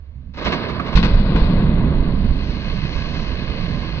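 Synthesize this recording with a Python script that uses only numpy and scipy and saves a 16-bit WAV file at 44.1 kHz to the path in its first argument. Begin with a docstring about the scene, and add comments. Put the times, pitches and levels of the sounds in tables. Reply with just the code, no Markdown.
"""Explosives bring down a brick building in an open industrial yard. Small charges crack and echo round
the sheds, two main charges boom, and the masonry falls in a rumble of heavy thumps and a growing hiss
of rubble. Cracks and debris are showers of tiny impacts, booms and thuds are damped low swings, and
echo and rumble are shaped noise. Low air and a hum lie underneath. Two small microphones hear it all
directly and once more off a hard surface close by, ducking on the loudest hits."""
import sys
import numpy as np
from scipy import signal
from scipy.fft import rfft, irfft, next_fast_len
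from scipy.io import wavfile
from scipy.ndimage import map_coordinates

SR = 44100
rng = np.random.default_rng(int(sys.argv[2]) if len(sys.argv) > 2 else 0)


def log_audio(samples):
    """Write samples as a 16-bit WAV file to the path given in sys.argv[1]."""
    # one column per channel
    frames = np.atleast_2d(samples).T
    # limit to full scale, then quantise
    limited = np.clip(frames, -1, 1)
    pcm = np.round(limited * 32767).astype(np.int16)
    wavfile.write(sys.argv[1], SR, pcm)


N = 176400

# shocks of the main charges and the first heavy break:
# (time [s], crack [dB], length [s], attack [s], brightness [dB/octave], push [dB], boom [dB])
BLASTS = [(0.953, -18.5, 0.013, 0.0036, 5, -0.5, -21), (0.971, -16.5, 0.0061, 0.0013, 2.5, -7.5, -10.5),
          (1.028, -15, 0.0033, 0.00091, 2.5, -3.5, -8.5), (1.043, -16.5, 0.007, 0.0043, 1.5, -6.5, -8),
          (1.353, -16, 0.0078, 0.0085, -0.9, -6, -9.5)]
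# small charges: (time [s], level [dB], length [s], attack [s], brightness [dB/octave])
SMALL_CHARGES = [(0.336, -44.5, 0.05, 0.0017, 3.5), (0.37, -30.5, 0.057, 0.0011, 1),
                 (0.426, -28, 0.0042, 0.0048, 2.5), (0.442, -26, 0.012, 0.0034, 4),
                 (0.456, -17, 0.016, 0.0017, 0.8), (0.521, -19.5, 0.008, 0.0012, 2.3),
                 (0.68, -30, 0.018, 0.011, 2.5), (0.795, -26, .003, 0.00074, -1),
                 (0.844, -29, 0.04, 0.025, 1), (0.921, -26, 0.019, 0.0054, 0.3)]
# tone of a crack: (frequency [Hz], level [dB])
CRACK_EQ = [(40, -10), (180, 5), (330, 9), (550, 2), (1100, 2), (1700, -4.5), (2600, -8), (4300, -14.5),
            (5200, -19), (7300, -29)]
# body of the yard echo: (frequency [Hz], level [dB])
ECHO_BASS_EQ = [(40, -13.5), (190, 6), (330, 2.5), (550, -1.5), (1100, -3.5), (2000, -12.5), (4000, -28.5),
                (6000, -70)]
# bright part of the echo: (frequency [Hz], level [dB])
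ECHO_TREBLE_EQ = [(600, -13.5), (1200, 9.5), (2500, 5.5), (4400, 4), (5000, 1.5), (5700, -55),
                  (6500, -63.5)]
# sizzle on top of the echo: (frequency [Hz], level [dB])
ECHO_FIZZ_EQ = [(3500, -32), (5200, 35), (6200, 19.5), (7300, -42)]

# weight of the collapse: (time [s], rumble [dB], thumps [dB])
FALL_FADERS = [(1.0, -20, -12.5), (1.15, -11, -21), (1.3, -16.5, -15), (1.48, -15, -16), (1.7, -16, -14),
               (1.95, -17.5, -16), (2.17, -20.5, -18.5), (2.3, -16, -23.5), (2.42, -24, -23),
               (2.65, -26.5, -29), (3.2, -29, -27.5), (3.75, -28, -28), (4, -33.5, -29.5)]
# breaking masonry: (time [s], level [dB])
CRUSH_FADER = [(1.0, -36), (1.27, -29), (1.38, -22.5), (1.45, -26.5), (1.8, -28), (2.13, -32.5),
               (2.25, -36), (2.8, -39), (3.8, -36), (4, -38)]
# pouring rubble: (time [s], level [dB])
POUR_FADER = [(1.0, -46.5), (1.45, -42), (1.7, -60), (2.0, -47.5), (2.25, -42.5), (2.5, -40), (3.0, -37.5),
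              (3.5, -38), (4, -38.5)]
# fine grit: (time [s], level [dB])
GRIT_FADER = [(1.0, -76), (1.75, -99.5), (2.25, -72), (2.47, -50), (2.72, -56.5), (2.97, -47.5),
              (3.5, -56.5), (4, -52)]
# rumble of falling walls: (frequency [Hz], level [dB])
RUMBLE_EQ = [(10, -6.5), (20, 2), (29, 4.5), (42, -3.5), (60, 1), (90, -8.5), (130, -7.5), (300, -111.5)]
# thump of blocks: (frequency [Hz], level [dB])
BLOCK_EQ = [(60, -6.5), (110, -7), (145, -2), (190, -2.5), (240, -5), (310, -12.5), (420, -23.5),
            (900, -105)]
# crunch of bricks: (frequency [Hz], level [dB])
BRICK_EQ = [(150, -19), (330, 3), (560, -4), (800, -6), (1100, -9.5), (1600, -15), (2600, -22),
            (4300, -25.5), (5300, -62.5), (7000, -73.5)]
# hiss of rubble chips: (frequency [Hz], level [dB])
CHIP_EQ = [(200, -15.5), (600, 1), (1100, 0.5), (2000, 2), (2900, 1), (3600, -2), (4450, 0.5), (4900, -4),
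           (5600, -15.5), (6300, -46.5)]
# clatter of stones: (frequency [Hz], level [dB])
STONE_EQ = [(500, -21.5), (850, -16), (1050, 6), (1350, -8.5), (1650, 4), (1880, -11), (2060, 4.5),
            (2300, -19), (2520, 6), (2750, -15.5), (3050, 2), (3700, -15), (4250, 0.5), (4800, -23.5),
            (6000, -42)]
# sizzle of grit: (frequency [Hz], level [dB])
GRIT_EQ = [(3500, -29.5), (5000, 6), (5800, 4.5), (6500, 2), (7300, -12.5)]
# buried charges and landing walls: (time [s], level [dB], pitch [Hz])
THUDS = [(0.155, -29.5, 130.4), (0.253, -29, 55), (0.449, -19.5, 61.7), (.468, -22, 201.2),
         (0.691, -23, 162.7), (1.196, -11.5, 206.2), (1.274, -11, 186.7), (1.345, -12, 234.5),
         (1.371, -14, 168.3), (1.403, 1.5, 35.3), (1.493, -7, 178.4), (1.511, -14, 30),
         (1.618, -4.5, 190.3), (1.725, -13.5, 151), (1.889, -12, 143.7), (2.054, -15, 170),
         (2.186, -16, 189.8), (2.285, -9, 48.6), (2.486, -18, 152), (2.731, -20.5, 191),
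         (3.629, -20.5, 174.4), (3.74, -20.5, 166.3), (3.82, -23, 147)]
# loads of bricks hitting the heap: (time [s], level [dB], time to peak [s])
SPILLS = [(2.535, -41, 0.017), (2.91, -43, 0.055), (3.125, -38.5, .04), (3.41, -43, 0.038),
          (3.65, -43.5, 0.058), (3.81, -39.5, 0.024)]
# ring of spilling bricks: (frequency [Hz], level [dB])
SPILL_EQ = [(300, -12), (500, -6), (800, -6.5), (1060, 5), (1350, -7.5), (1650, -5), (1880, -18),
            (2080, -3.5), (2350, -19.5), (4300, -18), (6000, -47)]
# modes of a hard struck object: (frequency [Hz], relative level [dB], t60 [s])
KNOCK_MODES = [(1190, 2.5, 0.04), (1270, 5.5, 0.064), (1460, -11, 0.022), (2144, -7.5, 0.03),
               (2400, -7.5, 0.043)]

# ground tremor: (time [s], level [dB])
TREMOR_FADER = [(0, -58), (.11, -57), (.16, -49.5), (.33, -42), (.47, -34.5), (.55, -32.5), (.95, -29.5),
                (1.4, -50.5), (4, -56)]
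# tone of the tremor: (frequency [Hz], level [dB])
TREMOR_EQ = [(20, 1), (70, 8.5), (120, 6.5), (180, 7), (260, 5.5), (500, -71)]
# outdoor air: (frequency [Hz], level [dB])
AIR_EQ = [(20, 0.5), (75, 9), (130, -10), (220, -27), (350, -22.5), (650, -28), (900, -31), (2200, -37),
          (4500, -43), (7000, -58.5)]

# diffuse sound against direct: (frequency [Hz], share [dB])
SCATTER_EQ = [(60, -20), (250, -17), (600, -2.5), (1500, -8.5), (4000, -3.5), (7000, -28)]
# reflection off the nearby surface: (frequency [Hz], share [ratio])
BOUNCE_SHARE = [(200, 0.02), (500, 0.32), (900, 0.48), (2300, 0.49), (3300, 0.057), (6000, .1)]
# left microphone port: (frequency [Hz], gain [dB])
LEFT_PORT_EQ = [(60, -3.5), (300, -4), (700, -4.5), (1000, -3.5), (1500, -3), (1750, -4.5), (2000, 1),
                (2250, -3), (2550, 4), (3000, 0.5), (4400, 6.5), (4750, 1), (5500, -2), (6800, -12.5)]
# right microphone port: (frequency [Hz], gain [dB])
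RIGHT_PORT_EQ = [(60, 6), (300, 4), (700, 1), (1200, 1), (1950, 2.5), (2170, 5), (2350, -2), (2550, 5),
                 (2950, 1.5), (3700, -2.5), (4600, -3), (5400, 1.5), (6100, -3), (6900, -7)]


def amp(db):
    """Decibels to gain."""
    return 10 ** (np.asarray(db) / 20)


def unit(x):
    """Scale to rms 1."""
    return x / np.sqrt(np.mean(x ** 2) + 1e-20)


def along(points, hz):
    """Read a curve on a log frequency axis."""
    f, v = np.transpose(points)
    return np.interp(np.log(hz + 1), np.log(f + 1), v)


def faders(rows):
    """One value per sample for each column after the time."""
    times, *columns = np.transpose(rows)
    return [np.interp(np.arange(N) / SR, times, column) for column in columns]


def since(start):
    """Seconds since start, zero before it."""
    return np.maximum(np.arange(N) / SR - start, 0)


def wobble(rate):
    """A smooth random curve, rate knots a second."""
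    return map_coordinates(rng.standard_normal(2048), [np.arange(N) * rate / SR], mode="wrap")


def filtered(x, response):
    """Filter x by a complex response of frequency."""
    size = next_fast_len(N + SR // 2)
    return irfft(rfft(x, size) * response(np.fft.rfftfreq(size, 1 / SR)), size)[..., :N]


def impacts(per_s, spread_db):
    """Random hits of uneven size, for the direct path and two scattered ones."""
    hits = rng.random((3, N)) < per_s / SR
    polarity = rng.choice([-1, 1], (3, N))
    return hits * polarity * amp(spread_db * np.clip(rng.standard_normal((3, N)), -2, 2))


def coloured(paths, eq, tilt=0):
    """Stereo at rms 1: a shared direct path plus scatter per side; tilt is dB/octave above 500 Hz."""
    shaped = filtered(paths, lambda hz: amp(along(eq, hz) + tilt * np.log2(np.maximum(hz, 500))))
    return unit(shaped[0] + filtered(shaped[1:], lambda hz: amp(along(SCATTER_EQ, hz))))


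def noise(eq):
    """Smooth stereo noise with the given tone."""
    return coloured(rng.standard_normal((3, N)), eq)


def pressure_waves():
    """A main charge shoves the air in one slow swing and makes the hollow building boom."""
    push_hz, boom_hz, boom_rise_s, decay_s = 45.3, 176.8, 0.0049, 0.028
    out = np.zeros(N)
    for start, *_, push_db, boom_db in BLASTS:
        t = since(start)
        push = amp(push_db) * np.sin(2 * np.pi * push_hz * t)
        boom = amp(boom_db) * np.sin(2 * np.pi * boom_hz * t) * (1 - np.exp(-t / boom_rise_s))
        out -= (push + boom) * np.exp(-t / decay_s)
    return out


def charge_cracks():
    """Each charge is a short ragged volley of shocks; the yard echoes it, losing the treble first."""
    release_s = 0.017
    send_db, echo_rise_s, decay_db_per_s = -9, 0.014, 16.5
    treble_db, treble_db_per_s, fizz_db, fizz_db_per_s = -6.5, 18, -20.5, 48
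    direct = np.zeros((2, N))
    bass_power, treble_power, fizz_power = np.zeros((3, N))
    for start, db, length, attack, tilt, *_ in SMALL_CHARGES + BLASTS:
        t = since(start)
        volley = (1 - np.exp(-t / attack)) * np.exp(-since(start + length) / release_s)
        direct += amp(db) * volley * coloured(impacts(per_s=3100, spread_db=5), CRACK_EQ, tilt)
        fill = np.sqrt(length / 0.016)  # a longer volley fills the yard with more echo
        tail = fill * amp(db + send_db - decay_db_per_s * t) * (1 - np.exp(-t / echo_rise_s))
        bass_power += tail ** 2
        treble_power += (tail * amp(treble_db - treble_db_per_s * t)) ** 2
        fizz_power += (tail * amp(fizz_db - fizz_db_per_s * t)) ** 2
    flutter = amp(1.1 * wobble(41))
    echo = np.sqrt(bass_power) * noise(ECHO_BASS_EQ)
    echo += np.sqrt(treble_power) * noise(ECHO_TREBLE_EQ)
    echo += np.sqrt(fizz_power) * noise(ECHO_FIZZ_EQ)
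    return direct + flutter * echo


def collapse():
    """Walls rumble down, blocks thump, bricks break, and chips, stones and grit pour over the heap."""
    rumble_db, thump_db = faders(FALL_FADERS)
    crush_db, = faders(CRUSH_FADER)
    pour_db, = faders(POUR_FADER)
    grit_db, = faders(GRIT_FADER)
    rumble = amp(rumble_db) * noise(RUMBLE_EQ)
    blocks = amp(thump_db - 1) * coloured(impacts(per_s=700, spread_db=4.5), BLOCK_EQ)
    brick_gain = amp(crush_db + 0.5 + 0.24 * wobble(26))
    bricks = brick_gain * coloured(impacts(per_s=1800, spread_db=2.5), BRICK_EQ)
    chip_gain = amp(pour_db + 0.42 * wobble(8.9))
    chips = chip_gain * coloured(impacts(per_s=2500, spread_db=1.5), CHIP_EQ)
    stone_gain = amp(pour_db - 5.5 + 2 * wobble(12))
    stones = stone_gain * coloured(impacts(per_s=230, spread_db=3), STONE_EQ)
    grit = amp(grit_db + 2.2 * wobble(7.8)) * noise(GRIT_EQ)
    fade_in = 1 - np.exp(-since(BLASTS[0][0]) / 0.0074)  # opens on the first main charge
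    return fade_in * (rumble + blocks + bricks + chips + stones + grit)


def ground_thuds():
    """A heavy shock comes through the ground as a few low, uneven swings."""
    rise_s, decay_s, rough_rad = 0.007, 0.034, 0.53
    out = np.zeros(N)
    for start, db, hz in THUDS:
        t = since(start)
        swing = np.sin(2 * np.pi * hz * t + rough_rad * wobble(90))
        out -= amp(db) * swing * np.exp(-t / decay_s) * (1 - np.exp(-t / rise_s))
    return out


def brick_spills():
    """Loads of bricks land on the heap: quick swells of clatter, each with a slightly different ring."""
    out = np.zeros((2, N))
    for start, db, peak_s in SPILLS:
        age = since(start) / peak_s
        swell = age * np.exp(1 - age)
        detune = np.exp(0.009 * rng.standard_normal())
        ring_eq = np.array(SPILL_EQ) * [detune, 1]
        out += amp(db) * swell * coloured(impacts(per_s=260, spread_db=1), ring_eq)
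    return out


def knock():
    """Something hard is struck once between the charges and rings briefly."""
    level_db, rise_s, rough_rad = -21.5, 0.0011, 1.1
    t = since(0.797)
    ring = np.zeros(N)
    for hz, db, t60 in KNOCK_MODES:
        ring += amp(level_db + db - 60 * t / t60) * np.sin(2 * np.pi * hz * t + rough_rad * wobble(350))
    return ring * (1 - np.exp(-t / rise_s))


def background():
    """A bed of low outdoor air, an engine-like hum, and a ground tremor that swells ahead of the blast."""
    air_db, hum_db, hum_hz = -40, -48.5, 69.8
    tremor_db, = faders(TREMOR_FADER)
    hum = amp(hum_db) * unit(np.sin(2 * np.pi * hum_hz * since(0) + 0.4 * wobble(12)))
    return amp(air_db) * noise(AIR_EQ) + hum + amp(tremor_db) * noise(TREMOR_EQ)


def scene():
    """The whole mix reaches each microphone directly and again off a nearby surface."""
    mix = pressure_waves() + charge_cracks() + knock()
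    mix += collapse() + ground_thuds() + brick_spills() + background()
    bounce_s = np.array([[0.002039], [0.001732]])  # left, right
    return filtered(mix, lambda hz: 1 + along(BOUNCE_SHARE, hz) * np.exp(-2j * np.pi * hz * bounce_s))


def gain_control(x):
    """Each channel ducks when it gets loud and recovers slowly."""
    threshold_db, slope, sense_s, recover_db_per_s = -12.5, 0.75, 0.053, 9.5
    pole = np.exp(-1 / (sense_s * SR))
    level_db = 10 * np.log10(signal.lfilter([1 - pole], [1, -pole], x ** 2) + 1e-12)
    over_db = np.maximum(level_db - threshold_db, 0)
    recovery_db = recover_db_per_s * since(0)
    held_db = np.maximum.accumulate(over_db + recovery_db, axis=1) - recovery_db
    return x * amp(-slope * held_db)


def record(dry):
    """Two unequal microphone ports, gain control, soft overload and a steep high cut."""
    right_lag_s, ceiling, high_cut_hz = 0.00013, 0.97, 7450
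    lead_s = np.array([[0.5], [-0.5]]) * right_lag_s

    def ports(hz):
        """Each port has its own tone and arrival time."""
        gain = amp([along(LEFT_PORT_EQ, hz), along(RIGHT_PORT_EQ, hz)])
        return gain * np.exp(2j * np.pi * hz * lead_s)

    ducked = gain_control(filtered(dry, ports))
    saturated = ducked / (1 + np.abs(ducked / ceiling) ** 6) ** (1 / 6)
    return filtered(saturated, lambda hz: hz < high_cut_hz)


dry = scene()
out = record(dry)
log_audio(out)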